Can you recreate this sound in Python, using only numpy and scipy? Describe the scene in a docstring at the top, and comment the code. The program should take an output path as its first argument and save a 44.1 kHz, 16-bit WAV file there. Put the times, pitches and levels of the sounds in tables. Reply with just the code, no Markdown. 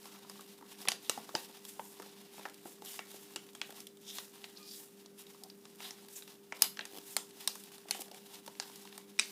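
"""Creases snap, taps and short crinkling strokes mix, and one finger squeaks faintly over hum and hiss.
Two hands fold a small sheet of glossy paper on a cloth-covered table in a quiet room.
Snaps and taps are decaying noise bursts that ring flaps or panels; strokes are swelling friction noise
with tiny buckles; drags and slips are shaped noise; flops, squeaks and hum are sines.
Sparse echoes and a diffuse noise tail make the room ring briefly after each snap."""
import sys
import numpy as np
from scipy import signal
from scipy.fft import rfft, irfft, next_fast_len
from scipy.io import wavfile

SR = 44100
rng = np.random.default_rng(int(sys.argv[2]) if len(sys.argv) > 2 else 0)


def output_pcm(signal):
    """Save a mono or channel-first signal as 16-bit PCM at the path in sys.argv[1].

    Samples are clipped to [-1, 1] before scaling.
    """
    pcm = np.clip(np.atleast_2d(signal).T, -1, 1) * 32767
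    wavfile.write(sys.argv[1], SR, np.round(pcm).astype(np.int16))


N = 410571
TIME = np.arange(N) / SR

# registers of the paper, one row each for thump, body, crack, fizz: (low edge [Hz], high edge [Hz])
REGISTERS_HZ = [(200, 550), (680, 1800), (1800, 6000), (6000, 15500)]


def from_db(db):
    """Decibels to gain."""
    return 10 ** (np.asarray(db) / 20)


def rms_one(x):
    """Scale to rms 1."""
    return x / np.sqrt(np.mean(x ** 2) + 1e-20)


def at_hz(points, hz):
    """Interpolate a table on a log-frequency axis."""
    freqs, values = np.transpose(points)
    return np.interp(np.log(np.maximum(hz, 1)), np.log(freqs), values)


def band(x, low_hz, high_hz):
    """Causal third-order band-pass."""
    sos = signal.butter(3, [low_hz, high_hz], "band", fs=SR, output="sos")
    return signal.sosfilt(sos, x)


def resonate(x, hz, width_hz):
    """Two-pole resonance with gain 1 at its peak."""
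    r = np.exp(-np.pi * width_hz / SR)
    numerator = np.array([1, 0, -1]) * (1 - r * r) / 2
    return signal.lfilter(numerator, [1, -2 * r * np.cos(2 * np.pi * hz / SR), r * r], x)


def decay(impulses, t60_s):
    """Let each impulse die away exponentially."""
    # the tiny offset keeps the filter out of denormals
    return signal.lfilter([1], [1, -from_db(-60 / (t60_s * SR))], impulses + 1e-18)


def shaped(x, spectrum):
    """Filter noise to a spectrum; rms 1."""
    size = next_fast_len(N)
    gains = from_db(at_hz(spectrum, np.fft.rfftfreq(size, 1 / SR)))
    return rms_one(irfft(rfft(x, size) * gains, size)[:N])


def drift(rate_hz):
    """Slow random wander with rms 1, drawn at every 40th sample."""
    step, warmup = 40, 2000
    r = np.exp(-2 * np.pi * rate_hz * step / SR)
    noise = rng.standard_normal(N // step + warmup + 2)
    slow = signal.lfilter([1], [1, -2 * r, r * r], noise)[warmup:]
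    return np.interp(np.arange(N) / step, np.arange(len(slow)), rms_one(slow))


def swell(middle_s, length_s):
    """Smooth rise and fall around one moment."""
    return np.exp(-np.minimum((2 * (TIME - middle_s) / length_s) ** 2, 50))


def coloured(x):
    """Add the standing resonances that colour the paper to an excitation."""
    # (frequency [Hz], width [Hz], level [dB])
    resonances = [(830, 620, -9.5), (1150, 150, -20), (2850, 320, -6.5), (3670, 1100, 0.5),
                  (5060, 1050, -2.5), (8900, 5400, 1), (10800, 2200, -9.5), (13900, 820, -14)]
    return x + sum(from_db(db) * resonate(x, hz, width_hz) for hz, width_hz, db in resonances)


def background():
    """An appliance hums with slightly unsteady partials over steady air noise."""
    # air hiss, relative: (frequency [Hz], level [dB per Hz])
    air_spectrum = [(25, -20), (60, -22.5), (100, -14.5), (140, -1.5), (190, 4), (260, 3), (350, 0.5),
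                    (480, -2.5), (700, -10.5), (1200, -12.5), (2200, -17), (4200, -20), (6500, -19),
                    (15000, -18.5)]
    # mains hum: (frequency [Hz], level of the steady part [dB rms], unsteadiness [0-1])
    hum_partials = [(200.5, -69.5, 0.8), (231, -82.5, 1), (300, -74, 0.53), (399.7, -62, 0.06),
                    (480, -90.5, 0.7)]
    air_db = -64
    out = from_db(air_db) * shaped(rng.standard_normal(N), air_spectrum)
    for hz, db, unsteady in hum_partials:
        phase = 2 * np.pi * (hz * TIME + rng.random())
        in_phase = (1 + unsteady * drift(9.0)) * np.sin(phase)
        quadrature = unsteady * drift(7.6) * np.cos(phase)
        out += from_db(db) * np.sqrt(2) * (in_phase + quadrature)
    return out


def stroke_gains(rise=0.81, fall=0.97, steepness=1.54):
    """Strokes set in quickly, fade more slowly and add in power to the grip; gains of body, crack, fizz."""
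    # finger or paper layer over another: (middle [s], length [s], crack level [dB], brightness [dB])
    stroke_rows = [(0.054, 0.14, -60, 2), (0.158, 0.2, -60, -2.5), (0.345, 0.4, -68, -1.5),
                   (0.716, 0.12, -62, -1.5), (0.827, 0.1, -53, -0.5), (0.92, 0.064, -56, 2),
                   (1.05, 0.095, -57.5, 1.5), (1.188, 0.22, -57, -0.5), (1.374, 0.17, -54.5, 1.5),
                   (1.548, 0.23, -62, -1.5), (1.694, 0.099, -59, 6.5), (1.77, 0.12, -64.5, -5),
                   (1.85, 0.23, -69, 13), (2.03, 0.55, -63.5, -4), (2.199, 0.11, -61.5, -1),
                   (2.067, 0.05, -64, 2), (2.369, 0.079, -62, 5), (2.43, 0.17, -61.5, 1.5),
                   (2.697, 0.12, -63.5, 8), (2.77, 0.09, -70, -4), (2.917, 0.13, -51.5, 4.5),
                   (3.126, 0.18, -58.5, 2.5), (3.238, 0.059, -59.5, 4), (3.318, 0.12, -60, 1),
                   (3.67, 0.46, -68, 4.5), (3.779, 0.085, -58, 1), (4.15, 0.21, -54.5, 4.5),
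                   (4.746, 0.21, -63, 11), (5.197, 0.057, -59.5, 3.5), (5.426, 0.55, -73.5, 5),
                   (5.695, 0.41, -77, -7), (5.85, 0.11, -50, -0.5), (5.97, 0.062, -58, -1.5),
                   (6.159, 0.11, -55, 7), (6.312, 0.067, -58, -1), (6.568, 0.059, -60, -2),
                   (6.644, 0.05, -44.5, -1.5), (6.942, 0.6, -66, -1), (7.125, 0.24, -63, 9),
                   (7.404, 0.085, -59, 1), (7.572, 0.11, -58.5, 6), (7.712, 0.21, -60, 0),
                   (7.953, 0.16, -57, 2), (8.008, 0.011, -51, 12), (8.16, 0.081, -59.5, -1),
                   (8.344, 0.11, -59, -0.5), (8.69, 0.46, -60, 1), (8.94, 0.22, -63.5, -2),
                   (9.284, 0.18, -57.5, 2.5)]
    body_db, body_loss_db_per_db = -6.5, 0.71   # a brighter stroke has less body
    grip_db, grip_wander_db = -72.5, 5.5   # the holding fingers never rest entirely
    grip = from_db(grip_db + grip_wander_db * drift(4.1))
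    power = np.outer(from_db([body_db, 0, 0]), grip) ** 2
    for s, length_s, db, bright_db in stroke_rows:
        first = max(int((s - 2 * length_s) * SR), 0)
        near = slice(first, int((s + 2 * length_s) * SR))
        way = 2 * (TIME[near] - s) / length_s
        envelope = np.exp(-np.where(way < 0, -way / rise, way / fall) ** steepness)
        levels = from_db([db + body_db - body_loss_db_per_db * bright_db, db, db + bright_db])
        power[:, near] += np.outer(levels, envelope) ** 2
    return np.sqrt(power)


def tiny_buckles(per_s, spread_db, clump_db):
    """Random impulses in clumps, most of them weak."""
    born = rng.random(N) < per_s * from_db(clump_db * drift(8)) / SR
    return born * from_db(spread_db * np.minimum(rng.exponential(1, N), 2.5))


def crinkles(per_s=200.0, spread_db=12.5, clump_db=4.0, t60_s=0.035):
    """Clumped tiny buckles set off decaying noise; rms 1."""
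    envelope = decay(tiny_buckles(per_s, spread_db, clump_db), t60_s)
    return rms_one(envelope * rng.standard_normal(N))


def crackles(per_s=170.0, spread_db=7.5, clump_db=3.5, facet_q=2.5, facet_count=14):
    """Separate tiny buckles each ring a facet of its own size for a few cycles; rms 1."""
    clicks = tiny_buckles(per_s, spread_db, clump_db) * rng.choice([-1, 1], N)
    dealt = rng.integers(0, facet_count, N)
    out = np.zeros(N)
    for k, hz in enumerate(np.geomspace(900, 12000, facet_count)):
        own_clicks = clicks * (dealt == k) + 1e-18
        out += resonate(own_clicks, hz, hz / facet_q) / hz ** 0.25
    return rms_one(out)


def sliding(judder_db=2.5, glide_db=-72.5, crackle_db=-4.5):
    """Friction hiss with crinkles and crackles; in fast gliding strokes these grow less than the hiss."""
    # friction noise ahead of the resonances, relative: (frequency [Hz], level [dB per Hz])
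    friction_spectrum = [(400, 10), (800, 12.5), (1500, 5), (2100, -1), (3300, -1), (6000, -3.5),
                         (10000, -6), (15000, -3)]
    hiss = coloured(shaped(rng.standard_normal(N), friction_spectrum))
    hiss = hiss * from_db(judder_db * drift(26))
    grains = crinkles() + from_db(crackle_db) * crackles()
    grains = coloured(shaped(grains, friction_spectrum))
    out = np.zeros(N)
    for edges_hz, gain in zip(REGISTERS_HZ[1:], stroke_gains()):
        catching = gain / np.sqrt(1 + gain / from_db(glide_db))
        out += gain * rms_one(band(hiss, *edges_hz))
        out += catching * rms_one(band(grains, *edges_hz))
    return out


def buckles():
    """Taps and snaps as (s, four register levels dB, flap Hz, ring dB, flap Q, roll-off Hz, hold s, t60 s)."""
    # fingertips tapping the sheet onto the table: (time [s], body level [dB], thump above body [dB],
    # crack above body [dB], flap resonance [Hz])
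    tap_rows = [(0.055, -50.5, -6, -1.5, 930), (0.1492, -55.5, -18, -9, 1000), (0.247, -56, -3, -12, 990),
                (0.355, -59, -4, -10, 1100), (0.3928, -50.5, -9, -18, 1130), (0.61, -58, 1, -12, 1010),
                (0.6235, -50.5, -8, -16, 990), (0.804, -57, -12, -1, 970), (0.852, -46.5, -4, -4, 1010),
                (1.1757, -40.5, -1, -12, 830), (1.2905, -46.5, -6, -8, 1120), (1.494, -59, 3, -6, 900),
                (1.998, -48, 2, -6, 870), (2.061, -60, 1, 2, 800), (2.341, -61, 0, -15, 800),
                (2.3795, -51.5, -4, -9, 910), (2.394, -50.5, -1, -3, 950), (2.46, -45.5, -11, -11, 850),
                (2.6545, -48.5, -2, -23, 800), (2.8212, -51, 2, -4, 850), (3.1415, -59.5, 9, -1, 760),
                (3.6922, -54.5, 0, -9, 785), (3.7237, -57, -2, 1.5, 610), (5.3456, -59, -10, -4, 940),
                (6.2768, -59, -6, 6, 915), (7.855, -60, 2, -12, 860), (7.891, -55, 1, -4, 650),
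                (7.9465, -46.5, -2.5, -0.5, 745), (7.992, -61, 14, 5, 760), (8.0815, -57.5, -2, 0, 680),
                (8.114, -58, 9, 7.5, 774), (8.4771, -45.5, -3.5, -2, 920), (8.624, -53, -24, 2, 900),
                (8.655, -56.5, -15, -4, 950), (8.697, -55, -9, -4, 950), (8.852, -53.5, -20, -1, 970)]
    # creases snapping through: (time [s], crack level [dB], body above crack [dB],
    # fizz above crack [dB], flap resonance [Hz], flap ring before its share [dB])
    snap_rows = [(0.2968, -49.5, -2.5, 4, 4930, 21), (0.4088, -55, -6, 3, 3770, 7),
                 (0.816, -52, -18, 3, 5000, 3), (0.875, -36.5, -5.5, -20.5, 3420, 12),
                 (0.8849, -24.5, -9.5, -1.5, 3030, 0), (0.918, -33, -8.5, -4.5, 5000, -6),
                 (1.0957, -27.5, -8, -0.5, 8200, 2), (1.351, -29, -3.5, -4.5, 880, 0),
                 (1.651, -48.5, -9, 1, 3400, 14), (1.7947, -46, -3, -14.5, 3200, 8),
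                 (2.021, -55.5, 1, 2, 860, -4), (2.026, -55, 1, -4, 1300, -2), (2.411, -57, 2, -8, 3400, 4),
                 (2.4533, -40.5, 1, -10.5, 1800, 8), (2.486, -57, 2, -2, 1900, 10),
                 (2.497, -55, -7, 0, 1500, 2), (2.543, -57, -11, 2, 3980, -5),
                 (2.8495, -56, -3, 6, 7760, -3), (2.859, -53, -11, 6, 5500, -10),
                 (2.9913, -38, -3.5, -7.5, 2640, 3), (3.115, -54, -10, 0, 3900, 3),
                 (3.3602, -36.5, -8, -3, 2780, 10), (3.489, -56, -10, -6, 3500, 10),
                 (3.55, -48, -4.5, -2, 3300, 12), (3.6149, -32, -11.5, -6.5, 3400, 3),
                 (3.705, -52, -1.5, 0.5, 3400, 11), (3.8038, -49, -16, 0.5, 6100, 5),
                 (3.8689, -48, -28, -0.5, 3350, 11), (3.971, -60, -10, -2, 3500, 6),
                 (4.1843, -39.5, -4.5, -4, 4000, 4), (4.4417, -42, -11.5, -7, 4230, 12),
                 (4.629, -54, -16, -3, 4550, 10), (5.0598, -53.5, -10, -3, 4350, 8),
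                 (5.2664, -54, -24, -5.5, 3670, 26), (5.436, -49, -22, 3, 4740, 16),
                 (5.499, -49.5, -16, -5, 4800, 25), (5.6538, -53.5, -3.5, -3.5, 4400, -8),
                 (5.757, -68, -4, 9, 4500, 1), (5.804, -47.5, -2, -7, 2160, 0),
                 (5.9075, -44, -11.5, -2.5, 6040, 8), (6.047, -60, -3, -2, 4000, -3),
                 (6.085, -55.5, -7, 1.5, 4500, 6), (6.2225, -47, -10, -5.5, 3870, 25),
                 (6.523, -36.5, -4.5, -10, 2160, -5), (6.621, -21, -15, 3.5, 5060, -16),
                 (6.7714, -46, -5, -5.5, 1560, 8), (6.7917, -35, -7, -8, 2850, -7),
                 (6.809, -40.5, -12, -18, 3840, 36), (6.8533, -45, -6.5, -1, 6800, 0),
                 (6.984, -51.5, -8, -4, 2880, 0), (7.166, -28.5, -8, 1, 7950, 20),
                 (7.308, -58, -9, -2, 4200, 9), (7.475, -27.5, -13, 0, 4300, 18),
                 (7.5542, -50, 0, 2, 8580, 4), (7.637, -54, -21, 3.5, 4500, -1),
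                 (7.781, -55, -6, -1, 4000, -5), (7.885, -51, -8, -2, 4830, 3),
                 (7.909, -28.5, -14, -1.5, 2490, 19), (8.018, -46, -9, 3.5, 800, 22),
                 (8.1453, -52.5, -7, -1, 770, 40), (8.355, -52, -13, -3.5, 4500, -6),
                 (8.463, -52.5, -6, 2.5, 5580, 4), (8.552, -57, -9, -6, 4500, -5),
                 (8.599, -34, -7.5, -3, 4930, 13), (8.758, -53, -21, 2, 4550, 15),
                 (8.874, -52, -11, -6.5, 1620, 1), (8.926, -51.5, -8, -7, 4000, 13),
                 (8.9784, -48.5, -2, 3, 1030, 29), (9.19, -28, -10, -4.5, 2360, 20),
                 (9.1948, -22.5, -16.5, -3, 2500, 8)]
    tap_fizz_db, tap_ring_db, tap_q = -4.5, 13.5, 6.4   # fizz re crack; flap damped by the fingertip
    tap_top_hz, tap_hold_s, tap_t60_s = 16000, 0.0018, 0.016
    snap_thump_db, snap_q = -11, 7.3   # thump re body; flap left free
    snap_base_top_hz, top_octaves_per_db = 15800, 0.36   # roll-off rises with the fizz
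    snap_hold_s, snap_t60_s = 0.00086, 0.018
    rows = []
    for s, db, thump, crack, hz in tap_rows:
        levels_db = (db + thump, db, db + crack, db + crack + tap_fizz_db)
        rows.append((s, *levels_db, hz, tap_ring_db, tap_q, tap_top_hz, tap_hold_s, tap_t60_s))
    for s, db, body, fizz, hz, ring_db in snap_rows:
        levels_db = (db + body + snap_thump_db, db + body, db, db + fizz)
        top_hz = snap_base_top_hz * 2 ** (top_octaves_per_db * fizz)
        rows.append((s, *levels_db, hz, ring_db, snap_q, top_hz, snap_hold_s, snap_t60_s))
    return rows


def panel_ring(modes, size, raw_db=-12.5, scatter_hz=900.0, rattle_db=-19.0, rattle_t60_s=0.017):
    """A kick, smeared by the folds it crosses and rattling on briefly, rings the modes of the panels."""
    kick, r = signal.unit_impulse(size), np.exp(-np.pi * scatter_hz / SR)
    for hz in rng.uniform(500, 15000, 14):
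        # all-pass: delays each frequency differently
        poles = [1, -2 * r * np.cos(2 * np.pi * hz / SR), r * r]
        kick = signal.lfilter(poles[::-1], poles, kick)
    rattle_gain = from_db(rattle_db - 60 * np.arange(size) / (rattle_t60_s * SR))
    kick = kick + rng.standard_normal(size) * rattle_gain
    ringing = sum(from_db(db) * resonate(kick, hz, width_hz) for hz, width_hz, db in modes)
    return from_db(raw_db) * kick + ringing


def snaps(scatter, flap_share, flap_widening=1, with_panels=False, weights_db=(0, 0, 0, 0), kick=2.64):
    """Snaps and taps kick the sheet; waves scatter, die in milliseconds and ring a flap or whole panels."""
    # panels rung by the largest snaps, changing with each fold: (time of the snap [s], low modes,
    # high modes), each mode as (frequency [Hz], width [Hz], relative level [dB])
    panel_rows = [(0.8851, [(790, 130, -5), (1090, 170, 7), (1700, 140, -11)], [(2960, 410, 4),
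                  (3960, 160, 3), (5400, 240, 0), (8300, 190, -12), (9900, 340, 2), (13500, 320, -5)]),
                  (1.0955, [(538, 140, -2), (1160, 190, -4), (1890, 150, -8)], [(2970, 230, 0),
                  (3900, 320, -1), (5950, 800, 1.5), (7830, 180, 3), (8500, 460, 2), (10000, 280, -11),
                  (13000, 600, -4)]), (1.352, [(835, 130, 3), (1780, 89, -7)], [(2960, 240, -2),
                  (4850, 330, 0.5), (7100, 200, -7), (8400, 250, -1), (12000, 140, -18),
                  (14400, 180, -25)]), (3.6151, [(930, 250, -9)], [(3120, 630, -6), (4950, 300, -18),
                  (8100, 180, -11), (11500, 410, -14), (13700, 180, -21)]), (6.621, [(900, 260, -7)],
                  [(3560, 240, -11), (5140, 480, 0.5), (6540, 170, -5), (8700, 210, -16), (9900, 190, -8),
                  (10800, 360, -4), (12200, 210, -7), (14100, 400, -1)]), (6.7925, [(883, 360, -5),
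                  (1550, 120, -6)], [(2880, 200, 1), (4300, 440, 3), (7280, 400, -11), (8900, 300, -29),
                  (12300, 190, -31)]), (7.1664, [(624, 550, -5), (1680, 120, -18), (2130, 140, -6)],
                  [(4330, 380, -2), (4930, 140, 3), (7260, 110, -2), (7970, 140, -1), (8760, 330, 3),
                  (11000, 250, -5), (14700, 170, -18)]), (7.475, [(700, 130, -5), (1040, 100, 3),
                  (1650, 98, -3.5)], [(3820, 300, 8), (5030, 600, 5.5), (8400, 850, 4), (9460, 150, 0),
                  (11200, 190, -10), (13600, 160, -10), (14700, 380, -16)]), (7.909, [(791, 160, 0),
                  (1590, 200, -6)], [(2460, 340, 0), (4250, 220, 2), (5140, 210, -5), (6300, 510, -8),
                  (8730, 280, -18), (10900, 500, 1), (14500, 360, -20)]), (8.5995, [(877, 130, -3),
                  (1560, 180, 0)], [(2880, 190, -4), (4870, 940, -1), (6900, 220, -9), (8700, 240, -5),
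                  (11200, 170, -3), (11800, 240, -9)]), (9.1947, [(1100, 290, 2.5)], [(2520, 290, -3.5),
                  (3780, 350, -4), (5100, 240, 1), (7960, 420, -2), (8700, 340, -2), (10900, 280, -19),
                  (12800, 1010, -21)])]
    size, level_span_s = 2048, .005   # a level is burst energy spread over this span
    out, age_s = np.zeros(N + size), np.arange(size) / SR
    for s, *levels_db, flap_hz, ring_db, flap_q, top_hz, hold_s, t60_s in buckles():
        modes = []
        for when_s, low, high in panel_rows:
            if abs(when_s - s) < .003:
                modes += low + high
        if with_panels and modes:
            burst = panel_ring(modes, size)
        else:
            waves = scatter * rng.standard_normal(size) + kick * (age_s == 0)
            burst = coloured(waves * from_db(-60 * np.maximum(age_s - hold_s, 0) / t60_s))
            ring = resonate(burst, flap_hz, flap_widening * flap_hz / flap_q)
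            burst = burst + flap_share * from_db(ring_db) * ring
        # a slower buckle has less of the very top
        burst = signal.sosfilt(signal.butter(3, min(top_hz, .45 * SR), fs=SR, output="sos"), burst)
        start = int(s * SR)
        for edges_hz, db, weight_db in zip(REGISTERS_HZ, levels_db, weights_db):
            gain = from_db(db + weight_db) * np.sqrt(level_span_s * SR / size)
            out[start:start + size] += gain * rms_one(band(burst, *edges_hz))
    return out[:N]


def drags(grit_db=-5.0, catch_db=2.5):
    """Skin catches and lets go, and its friction drives one resonance of the pressed flap."""
    # (middle [s], length [s], level at the middle [dB], resonance [Hz],
    # width of the first of two filters [Hz])
    drag_rows = [(0.13, 0.21, -67, 1150, 450), (1.06, 0.038, -56, 3380, 700),
                 (2.417, 0.26, -61.5, 2270, 2400), (2.879, 0.034, -53.5, 3180, 700),
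                 (4.094, 0.09, -52.5, 3650, 700), (4.09, 0.1, -54, 4970, 1800),
                 (4.174, 0.06, -52, 3680, 1100), (4.569, 0.021, -55.5, 4370, 1300),
                 (4.708, 0.13, -54.5, 4770, 1000), (4.733, 0.11, -58.5, 3870, 1100),
                 (5.442, 0.064, -62.5, 740, 250), (5.849, 0.054, -47, 3600, 695),
                 (6.166, 0.023, -50.5, 7300, 1500), (7.962, 0.054, -65, 750, 277),
                 (8.012, 0.018, -55, 764, 220), (8.07, 0.066, -73, 774, 240), (8.16, 0.064, -66, 746, 200),
                 (8.319, 0.067, -63, 830, 260)]
    friction = rng.standard_normal(N) + from_db(grit_db) * crinkles()
    friction = friction * from_db(catch_db * drift(150))
    out = np.zeros(N)
    for s, length_s, db, hz, width_hz in drag_rows:
        ring = resonate(resonate(friction, hz, width_hz), hz, 2 * width_hz)
        out += from_db(db) * swell(s, length_s) * rms_one(ring)
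    return out


def flops():
    """A panel swings through and pushes the air for a few cycles: a low pulse or a hollow pop."""
    # (time [s], peak level before the band-pass [dB], frequency [Hz], swing length [s], t60 [s])
    flop_rows = [(1.096, -30, 440, 0, 0.014), (1.1791, -38, 262, 0, 0.028), (1.3425, -42, 620, 0.006, 0.04),
                 (1.3493, -29.5, 340, 0.00058, 0.025), (1.7947, -33, 910, 0.0036, 0.0035),
                 (2.654, -40, 330, 0, 0.032), (3.3599, -42, 355, 0.0014, 0.031)]
    out = np.zeros(N)
    for s, db, hz, swing_s, t60_s in flop_rows:
        age_s = np.clip(TIME - s, 0, 1)
        envelope = from_db(db - 60 * np.maximum(age_s - swing_s, 0) / t60_s)
        out += envelope * np.sin(2 * np.pi * hz * age_s)
    # air slips round the edge of so small a sheet, so it radiates no deep bass
    return band(out, 135, 2000)


def squeak(waver=0.00417, flutter_db=1.5):
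    """A fingertip sticks and slips on the glossy face: a sine and its octave, unsteady in pitch and level."""
    # (middle [s], length [s], mean pitch [Hz], level before flutter [dB], octave re fundamental [dB])
    squeak_rows = [(4.612, 0.086, 1220, -67.5, -8), (4.65, 0.075, 1224, -73, 4),
                   (4.79, .09, 1815, -78, -14)]
    out = np.zeros(N)
    for s, length_s, hz, db, octave_db in squeak_rows:
        phase = 2 * np.pi * np.cumsum(hz * (1 + waver * drift(41))) / SR
        tone = np.sin(phase) + from_db(octave_db) * np.sin(2 * phase)
        out += from_db(db) * swell(s, length_s) * np.sqrt(2) * tone
    return out * from_db(flutter_db * drift(60))


def chatter(jitter=0.051, t60_s=.015):
    """Two layers creep over each other in nearly even stick-slip ticks as the fold is pressed."""
    # (start [s], end [s], rate [slips per s], first slip level [dB], last slip level [dB])
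    runs = [(6.914, 6.988, 99, -48, -38), (7.992, 8.022, 95, -46, -41)]
    # one slip, relative: (frequency [Hz], level [dB per Hz])
    slip_spectrum = [(60, -40), (170, -2), (350, 8), (800, 4), (1500, -15), (2600, -3), (8000, -9),
                     (15000, -4)]
    slips = np.zeros(N)
    for start_s, end_s, per_s, first_db, last_db in runs:
        times_s = start_s + (np.arange(20) + jitter * rng.standard_normal(20)) / per_s
        times_s = times_s[times_s < end_s]
        levels_db = np.interp(times_s, [start_s, end_s], [first_db, last_db])
        slips[(times_s * SR).astype(int)] = from_db(levels_db)
    envelope = decay(slips, t60_s)
    noise = shaped(envelope * rng.standard_normal(N), slip_spectrum)
    return np.sqrt(np.mean(envelope ** 2)) * noise


def room(x, wet_db=-12.0, onset_s=0.0031):
    """A few near reflections, then a diffuse tail that dies band by band."""
    # decay: (frequency [Hz], t60 [s])
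    decay_times = [(200, 0.46), (1000, 0.28), (3000, 0.27), (7000, 0.26), (15000, 0.27)]
    # reflections from things around the table: (delay [s], level [dB])
    echo_rows = [(.0098, -42), (0.021, -25.5), (0.027, -34)]
    size = 16384
    age_s, tail = np.arange(size) / SR, np.zeros(size)
    edges_hz = np.geomspace(150, 17000, 8)
    for low_hz, high_hz in zip(edges_hz, edges_hz[1:]):
        t60_s = at_hz(decay_times, np.sqrt(low_hz * high_hz))
        tail += band(rng.standard_normal(size), low_hz, high_hz) * from_db(-60 * age_s / t60_s)
    tail *= 1 - np.exp(-(age_s / onset_s) ** 2)
    response = from_db(wet_db) * rms_one(tail) / np.sqrt(size)
    for delay_s, db in echo_rows:
        response[int(delay_s * SR)] += from_db(db)
    return signal.fftconvolve(x, response)[:N]


def scene():
    """The paper close by, its room and the hum."""
    handling = sliding() + drags() + flops() + squeak() + chatter()
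    direct = snaps(scatter=0.86, flap_share=0.86, with_panels=True)
    # the room gathers a snap from all directions, so its peaks and notches average out
    all_round = snaps(scatter=0.23, flap_share=.28, flap_widening=2.2, weights_db=(2.0, 2.0, 1.5, -0.5))
    return (direct + handling + room(all_round + handling) + background())[None]


def record(dry):
    """Cut the top steeply with an elliptic low-pass at 15450 Hz."""
    return signal.sosfilt(signal.ellip(10, .1, 70, 15450, fs=SR, output="sos"), dry)


dry = scene()
out = record(dry)
output_pcm(out)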